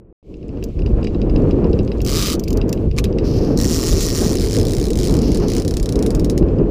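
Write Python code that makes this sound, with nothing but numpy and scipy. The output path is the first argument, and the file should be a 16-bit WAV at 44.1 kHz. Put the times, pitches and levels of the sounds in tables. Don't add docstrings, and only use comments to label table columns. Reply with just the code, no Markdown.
import sys
import numpy as np
from scipy import signal
from scipy.fft import rfft, irfft, next_fast_len
from scipy.io import wavfile
from scipy.ndimage import uniform_filter1d, map_coordinates

SR = 44100
rng = np.random.default_rng(int(sys.argv[2]) if len(sys.argv) > 2 else 0)


def dump(signal):
    limited = np.clip(np.atleast_2d(signal).T, -1, 1)
    pcm = np.round(limited * 32767).astype(np.int16)
    wavfile.write(sys.argv[1], SR, pcm)


def natural_amplitude(level_db):
    exponent = np.asarray(level_db, float) / 20
    return 10 ** exponent


N = 295600

# [t/s, rate/teeth per s, level/dB]
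FIRST_RUN = [
    (2.0637, 84.6, -17.3),
    (2.0929, 120.7, -18.3),
    (2.1756, 168.3, -16.8),
    (2.229, 205.2, -18.1),
    (2.2637, 203.2, -19.4),
    (2.2893, 190.6, -19.0),
    (2.335, 135, -18.8),
    (2.3537, 33.8, -25),
]
# [first tooth t/s, next tug or
# halt t/s, count/teeth, mid-tug swell/share of speed, speed-up/share of speed]
TUGS = [(3.5749, 3.6905, 12, -0.1, 0.38), (3.6905, 3.8131, 19, 0.2, -0.14), (3.8131, 3.9548, 22, 0.3, 0.14),
        (3.9548, 4.0939, 25, 0.6, -0.04), (4.0939, 4.2625, 26, 0.1, 0.26), (4.2625, 4.3543, 12, 0.2, -0.42),
        (4.3543, 4.4394, 8, -0.2, 0.5), (4.4394, 4.4859, 5, -0.0, -0.5), (4.4859, 4.6303, 13, 0.7, -0.2),
        (4.6303, 4.7673, 9, 0.65, 0.16), (4.7673, 4.9329, 10, 0.6, -0.36), (4.9329, 5.1402, 16, 1.0, 0.22),
        (5.1402, 5.2185, 4, -0.2, -0.52), (5.4835, 5.6498, 9, 0.5, -0.3), (5.6498, 5.8589, 7, -0.0, 0.0),
        (5.8589, 6.0632, 6, 0.05, -0.08), (6.0632, 6.2988, 5, -0.0, -0.14)]
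# [t/s, level/dB]
SNAP_LOAD = [
    (3.57, -15),
    (3.85, -17),
    (4.05, -17),
    (4.25, -18),
    (4.42, -20),
    (4.6, -18),
    (4.64, -17),
    (5.3, -17.5),
    (6.3, -16.5),
]
# [t/s, peak level/dB]
EARLY_SNAPS = [(0.6388, -22.5), (2.0156, -22.5), (2.0478, -17.5), (2.3945, -19), (2.4367, -21),
               (2.4804, -20), (2.504, -20.5), (2.5282, -20.5), (2.5714, -19.5), (2.6916, -21),
               (2.727, -14.5)]
# [t/s, peak level/dB]
LATE_SNAPS = [
    (5.2794, -26),
    (5.317, -17.5),
    (5.346, -16),
    (5.3564, -24),
    (5.3716, -17.5),
    (5.399, -28),
    (6.3769, -15.5),
]
# [t/s, peak level/dB]
PAWL_TICKS = [(0.34, -42), (0.4277, -44), (0.4902, -41.5), (0.6258, -29.5), (0.7906, -33), (0.8188, -32.5),
              (0.861, -27), (1.0285, -29.5), (1.0458, -26.5), (1.07, -23.5), (1.1457, -32.5),
              (1.2155, -28.5), (1.296, -30), (1.3603, -22), (1.5085, -26.5), (1.6425, -28.5), (1.7297, -27),
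              (1.7893, -24), (1.876, -32), (1.9168, -26), (2.0034, -25.5), (2.4768, -26), (2.614, -21.5),
              (2.7276, -25), (2.9123, -30), (3.053, -26), (3.1263, -34.5), (3.1846, -23), (0.5717, -42),
              (2.7747, -35.5),
              (6.426, -32),
    (6.485, -38),
    (6.5848, -36),
]
# [t/s, peak level/dB]
PINGS = [(0.3696, -49), (0.4823, -42), (0.6878, -45), (0.8917, -42), (1.0131, -44), (1.042, -30),
         (1.4205, -35), (1.4391, -41), (1.0774, -43), (1.1367, -46.5), (1.5768, -50), (1.6703, -41),
         (1.696, -38), (1.713, -38), (1.8317, -38), (1.8487, -35), (1.9744, -40), (1.9824, -35),
         (2.5413, -44), (2.682, -36)]
# [t/s, peak level/dB]
CLACKS = [
    (2.9645, -31),
    (2.9717, -30),
    (2.9786, -19),
    (2.9844, -9.5),
    (2.9916, -21),
    (3.041, -15.5),
]
# [from t/s, to t/s, level/dB, sag/dB per s]
WHIR = [
    (3.259, 3.6, -37, 27),
    (3.714, 4.25, -37, 3),
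    (4.257, 4.65, -41, 13),
    (4.656, 5.0, -52, 18),
    (5.05, 5.22, -45.5, -20),
    (5.236, 5.44, -35.5, 23),
    (5.478, 5.59, -42.5, -32),
]
# [t/s, level/dB]
WIND = [(.22, -53), (.3, -36.5), (.47, -32.5), (.62, -26.5), (.9, -22), (1.2, -19), (1.45, -13),
        (1.85, -18), (2.3, -21), (2.8, -19), (3.5, -17), (3.85, -20), (4.9, -19.5), (5.3, -15.5),
        (5.8, -21), (6.2, -16), (6.7, -20)]
# [t/s, roar level/dB]
CALM = [
    (0.0, -37),
    (0.125, -39),
]
# [t/s, buffet level/dB, roar level/dB, extra flutter level/dB]
EDDIES = [(.74, 2.5, -14.5, 1), (.8, 7, 6, -4), (.94, 11, 3, 1.5), (1.08, -1.5, 1, -10), (1.36, 3, 2, -2),
          (1.65, 0, 2, 3), (1.93, -4.5, -6, 1), (1.97, 1.5, 4, -1), (2.22, 4, -4, 5), (2.46, 0.5, -5, -5),
          (2.58, 8, 4.5, 5), (2.87, 7, 1.5, -9), (2.92, 2.5, -14, -2), (3.02, 4.5, 3.5, -7),
          (3.25, 1, 1.5, 3), (3.38, 6.5, 0, 1.5), (3.52, 0, 7, -5), (3.74, 4, -1.5, 2), (3.94, 10.5, 5, 2),
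          (4.24, 4, 4.5, 5), (4.32, 0.5, 2.5, 4.5), (4.59, 10, 6.5, 2.5), (4.78, 7.5, 1, 2),
          (5.11, 2.5, 4.5, 4), (5.44, 0, 2.5, 5), (5.6, -1, 2, 2), (5.83, 4.5, -4, 6), (5.97, 0.5, 6, -0.5),
          (6.43, 9, 10, -1), (6.62, 6.5, 9.5, -2)]

# [f/Hz, width/Hz, level/dB]
LOADED_PLATE = [(1194, 230, -9), (1870, 120, -6.5), (2900, 2800, -12.5), (4220, 760, -3), (5470, 760, 1),
                (7270, 1060, -3), (9530, 780, -6.5), (14100, 1400, -17)]
GRIPPED_PLATE = [(1200, 130, -0.5), (2200, 560, -8), (3090, 280, -1.5), (3750, 440, -2), (4900, 890, 0),
                 (6040, 470, 0.5), (7100, 1400, -4.5), (10100, 1300, -11.5), (13600, 1700, -8)]
LOOSE_PLATE = [(2670, 920, -10), (4850, 610, -0.5), (5800, 640, -0.5), (7170, 1140, -5.5), (9870, 520, -8),
               (14000, 1900, -7.5)]
SLOW_PLATE = [(2100, 960, -8.5), (3090, 420, -5), (4100, 890, -2), (5280, 730, 2), (6980, 1640, -3),
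              (9910, 850, -5.5), (14700, 4600, -12)]
# [f/Hz, width/Hz, level/dB]
PAWL_MODES = [(2730, 270, -3.5), (3890, 115, -6), (4940, 360, -4), (6140, 140, -17.5)]
RING_MODES = [(4740, 1200, 4.5), (7500, 2500, 2.5)]
LEVER_MODES = [(1130, 93, 7), (1690, 260, -0.5), (2360, 600, 3.5), (4100, 3400, 0), (7100, 2200, 0),
               (10200, 1300, -8), (14000, 2500, -16)]

# [f/Hz, level/dB per Hz]
LINE_COLOUR = [(1200, -40), (2000, -14), (2900, -7), (3700, -11), (4500, -1), (5300, 0), (6200, -7),
               (7000, -15), (8700, -26), (10500, -19), (14500, -22), (15500, -30)]
WASH_COLOUR = [(1060, -25), (1800, -14.5), (2280, 2.5), (2840, 1), (3850, -6.5), (4180, -3.5), (5570, -8.5),
               (8000, -14.5), (10400, -55.5), (17600, -120)]
FIZZ_COLOUR = [(4000, -40), (7000, -4), (9500, 0), (12000, -4), (14500, -3), (15500, -12)]
BUFFET_COLOUR = [(8.8, -35.5), (15, -5.5), (43, 6), (65, 2), (113, -3.5), (200, -12.5), (260, -31),
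                 (440, -120)]
ROAR_COLOUR = [(53, -52), (90, -0.5), (113, -3.5), (231, -1.5), (334, -2), (408, -4), (441, -3.5),
               (572, -15.5), (900, -36.5), (1170, -35.5), (1980, -120)]
FLUTTER_COLOUR = [(350, -16), (600, -10), (1910, -31.5), (2070, -36), (2640, -34), (3500, -52),
                  (4550, -60.5), (7700, -120)]

TIME_S = np.arange(N) / SR
GAP_START_S, GAP_END_S = .127, .228
EASE_S, SLOW_S = 4.33, 4.62
STEADY_DB = -19.5


def unit(x):
    return x / np.sqrt(np.mean(x ** 2) + 1e-20)


def curves(rows):
    s, *columns = np.transpose(rows)
    return [np.interp(TIME_S, s, column) for column in columns]


def wobble(rate):
    knots = rng.standard_normal(int(N * rate / SR) + 4)
    return map_coordinates(knots, [np.arange(N) * rate / SR])


def filtered(x, response):
    m = next_fast_len(N + 8192)
    return irfft(rfft(x, m) * response(np.fft.rfftfreq(m, 1 / SR)), m)[..., :N]


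def noise(colour):
    hz, db = np.transpose(colour)
    gain = lambda f: natural_amplitude(np.interp(np.log(f + 1), np.log(hz + 1), db))
    return unit(filtered(rng.standard_normal(N), gain))


def struck(events, modes, snap_s, rattle_s, rattle_db, gain_db, hard_hz, sizzle_db=-12):
    s, db = np.transpose(events)
    t = np.arange(int(.06 * SR)) / SR

    def body(f):
        return sum((-1) ** k * natural_amplitude(g) * 1j * f * w / (c * c - f * f + 1j * f * w)
                   for k, (c, w, g) in enumerate(modes))

    soft = lambda f: 1 / (1 + 1j * f / hard_hz) ** 2
    loose = lambda f: natural_amplitude(sizzle_db) * (1j * f / 11000) ** 2
    snap, rattle = rng.standard_normal((len(s), 2, len(t))).transpose(1, 0, 2)
    snap = snap * (1 - np.exp(-t / .0006)) ** 2 * natural_amplitude(-60 * t / snap_s)
    rattle = rattle * (1 - np.exp(-t / 0.0022)) * natural_amplitude(rattle_db - 60 * t / rattle_s)
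    hz = np.fft.rfftfreq(len(t), 1 / SR)
    rung = np.linalg.norm(rfft(snap) * body(hz) * soft(hz), axis=1)
    size = natural_amplitude(db + gain_db) * np.sqrt(len(t)) / rung
    where = np.round(s * SR).astype(int)[:, None] + np.arange(len(t))

    def force(burst):
        return np.bincount(where.ravel(), (size[:, None] * burst).ravel(), N + len(t))[:N]

    ring = lambda f: np.array([body(f), body(f) + loose(f)]) * soft(f)
    return filtered(np.array([force(snap), force(rattle)]), ring).sum(axis=0)


def clicker():
    run = tugged_teeth()
    loaded, fast = run[:, 0] < EASE_S, run[:, 0] < SLOW_S
    slow_snaps = np.vstack([run[~fast], LATE_SNAPS])
    early = struck(EARLY_SNAPS, LOOSE_PLATE, 0.016, 0.098, -29.5, 9.7, hard_hz=30000)
    first = struck(running_teeth(FIRST_RUN), GRIPPED_PLATE, .0048, .03, -16.5, 12.6, hard_hz=20000)
    second = struck(run[loaded], LOADED_PLATE, .0048, .03, -20, 10.96, hard_hz=19800)
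    easing = struck(run[fast & ~loaded], SLOW_PLATE, .0048, .03, -18, 10.6, hard_hz=21000)
    slow = struck(slow_snaps, SLOW_PLATE, 0.0088, 0.086, -23, 9.02, hard_hz=21700)
    near = early + first + second + easing + slow
    echo = lambda f: natural_amplitude(-13) * np.exp(-2j * np.pi * f * .008) / (1 + 1j * f / 6000)
    return near + filtered(near, echo)


def running_teeth(run):
    rate, db = curves(run)
    first, last = round(run[0][0] * SR), round((run[-1][0] + .003) * SR)
    passed = np.floor(np.cumsum(rate[first:last]) / SR)
    at = first + np.flatnonzero(np.diff(passed, prepend=-1))
    scatter_db = 1.8 * rng.standard_normal(len(at))
    return np.transpose([at / SR - .0009, db[at] + scatter_db])


def tugged_teeth():
    u = np.linspace(0, 1, 400)
    at = []
    for (first, last, count, swell, lean), after in zip(TUGS, [*TUGS[1:], (0,)]):
        speed = 1 + swell * np.sin(np.pi * u) ** 2 + lean * (2 * u - 1)
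        turned = np.cumsum(speed)
        turned = count * (turned - turned[0]) / (turned[-1] - turned[0])
        halts = after[0] != last
        at += list(first + (last - first) * np.interp(np.arange(count + halts), turned, u))
    at = np.array(at)
    scatter_db = 1.8 * rng.standard_normal(len(at))
    worn_db = 0.05 * (-1) ** np.arange(len(at)) * (at > SLOW_S)
    load_db = np.interp(at, *np.transpose(SNAP_LOAD))
    return np.transpose([at - .0011, load_db + scatter_db + worn_db])


def lever():
    return struck(CLACKS, LEVER_MODES, 0.0058, 0.048, -18.5, 10.8, hard_hz=20000)


def pawl():
    ticks = np.array(PAWL_TICKS)
    return struck(ticks, PAWL_MODES, 0.0086, 0.071, -21.5, 12.6, hard_hz=3000, sizzle_db=-41.5)


def guide_ring():
    return struck(PINGS, RING_MODES, 0.0057, .02, -35, 6.2, hard_hz=6000, sizzle_db=-40)


def line():
    rise_s, fall_s = 0.016, .03
    spells = 0
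    for start, end, db, sag in WHIR:
        swell = np.exp(-np.maximum(start - TIME_S, 0) / rise_s)
        fade = np.exp(-np.maximum(TIME_S - end, 0) / fall_s)
        spells = spells + natural_amplitude(db - sag * np.clip(TIME_S - start, 0, end - start)) * swell * fade
    grain_db = 1.5 * wobble(40) + 1.5 * wobble(300)
    return spells * natural_amplitude(-0.1) * unit(natural_amplitude(grain_db) * noise(LINE_COLOUR))


def spray():
    surge_db = 1.5 * wobble(25)
    wash_db = -57 + 0.56 * strength() + surge_db
    fizz_db = -70.5 + 0.55 * strength() + 2.5 * wobble(6) + surge_db
    water = natural_amplitude(wash_db) * noise(WASH_COLOUR) + natural_amplitude(fizz_db) * noise(FIZZ_COLOUR)
    return water * (TIME_S > GAP_START_S)


def wind():
    thump_db, puff_db, flap_db = eddies()
    puffed_db = strength() + puff_db
    buffet_db = -19 + 0.85 * strength() + thump_db + 1.64 * wobble(12)
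    roar_db = STEADY_DB + puffed_db + 1.18
    flutter_db = -38.5 + 1.1 * puffed_db + flap_db
    calm_db, = curves(CALM)
    lumps = wobble(18)
    buffet = unit(natural_amplitude(0.38 * wobble(4.88)) * noise(BUFFET_COLOUR))
    roar = unit(natural_amplitude(0.63 * lumps + 1.63 * wobble(50)) * noise(ROAR_COLOUR))
    flutter = unit(natural_amplitude(1.8 * lumps + 1.9 * wobble(90)) * noise(FLUTTER_COLOUR))
    gale = natural_amplitude(buffet_db) * buffet + natural_amplitude(roar_db) * roar + natural_amplitude(flutter_db) * flutter
    calm = natural_amplitude(calm_db - 9) * (buffet + roar) + natural_amplitude(calm_db - 27) * flutter
    return np.where(TIME_S < (GAP_START_S + GAP_END_S) / 2, calm, gale)


def strength():
    return curves(WIND)[0] - STEADY_DB


def eddies():
    rise_s, fall_s = 0.031, 0.047
    s, *layers_db = np.transpose(EDDIES)
    coarse_s = np.arange(0, N, 64) / SR
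    t = coarse_s[:, None] - s
    shape = np.exp(-np.where(t < 0, (t / rise_s) ** 2, t / fall_s))
    return [np.interp(TIME_S, coarse_s, shape @ db) for db in layers_db]


def scene():
    reel = clicker() + lever() + pawl() + guide_ring()
    return (reel + line() + spray() + wind())[None]


def top_cut(x):
    return signal.sosfilt(signal.butter(12, 16490, fs=SR, output="sos"), x)


def record(dry):
    level = np.sqrt(np.abs(uniform_filter1d(dry ** 2, size=2200)))
    ridden = dry / (1 + (level / 0.3) ** 2) ** 0.36
    rounded = ridden / (1 + np.abs(ridden / .95) ** 6) ** (1 / 6)
    low_pass = signal.ellip(10, .3, 50, 15400, fs=SR, output="sos")
    dulled = signal.sosfilt(low_pass, rounded)
    outside_s = np.maximum(GAP_START_S - TIME_S, TIME_S - GAP_END_S)
    unmuted = np.clip(outside_s / 0.00066, 0, 1)
    return top_cut(dulled * unmuted)


dry = scene()
out = record(dry)
dump(out)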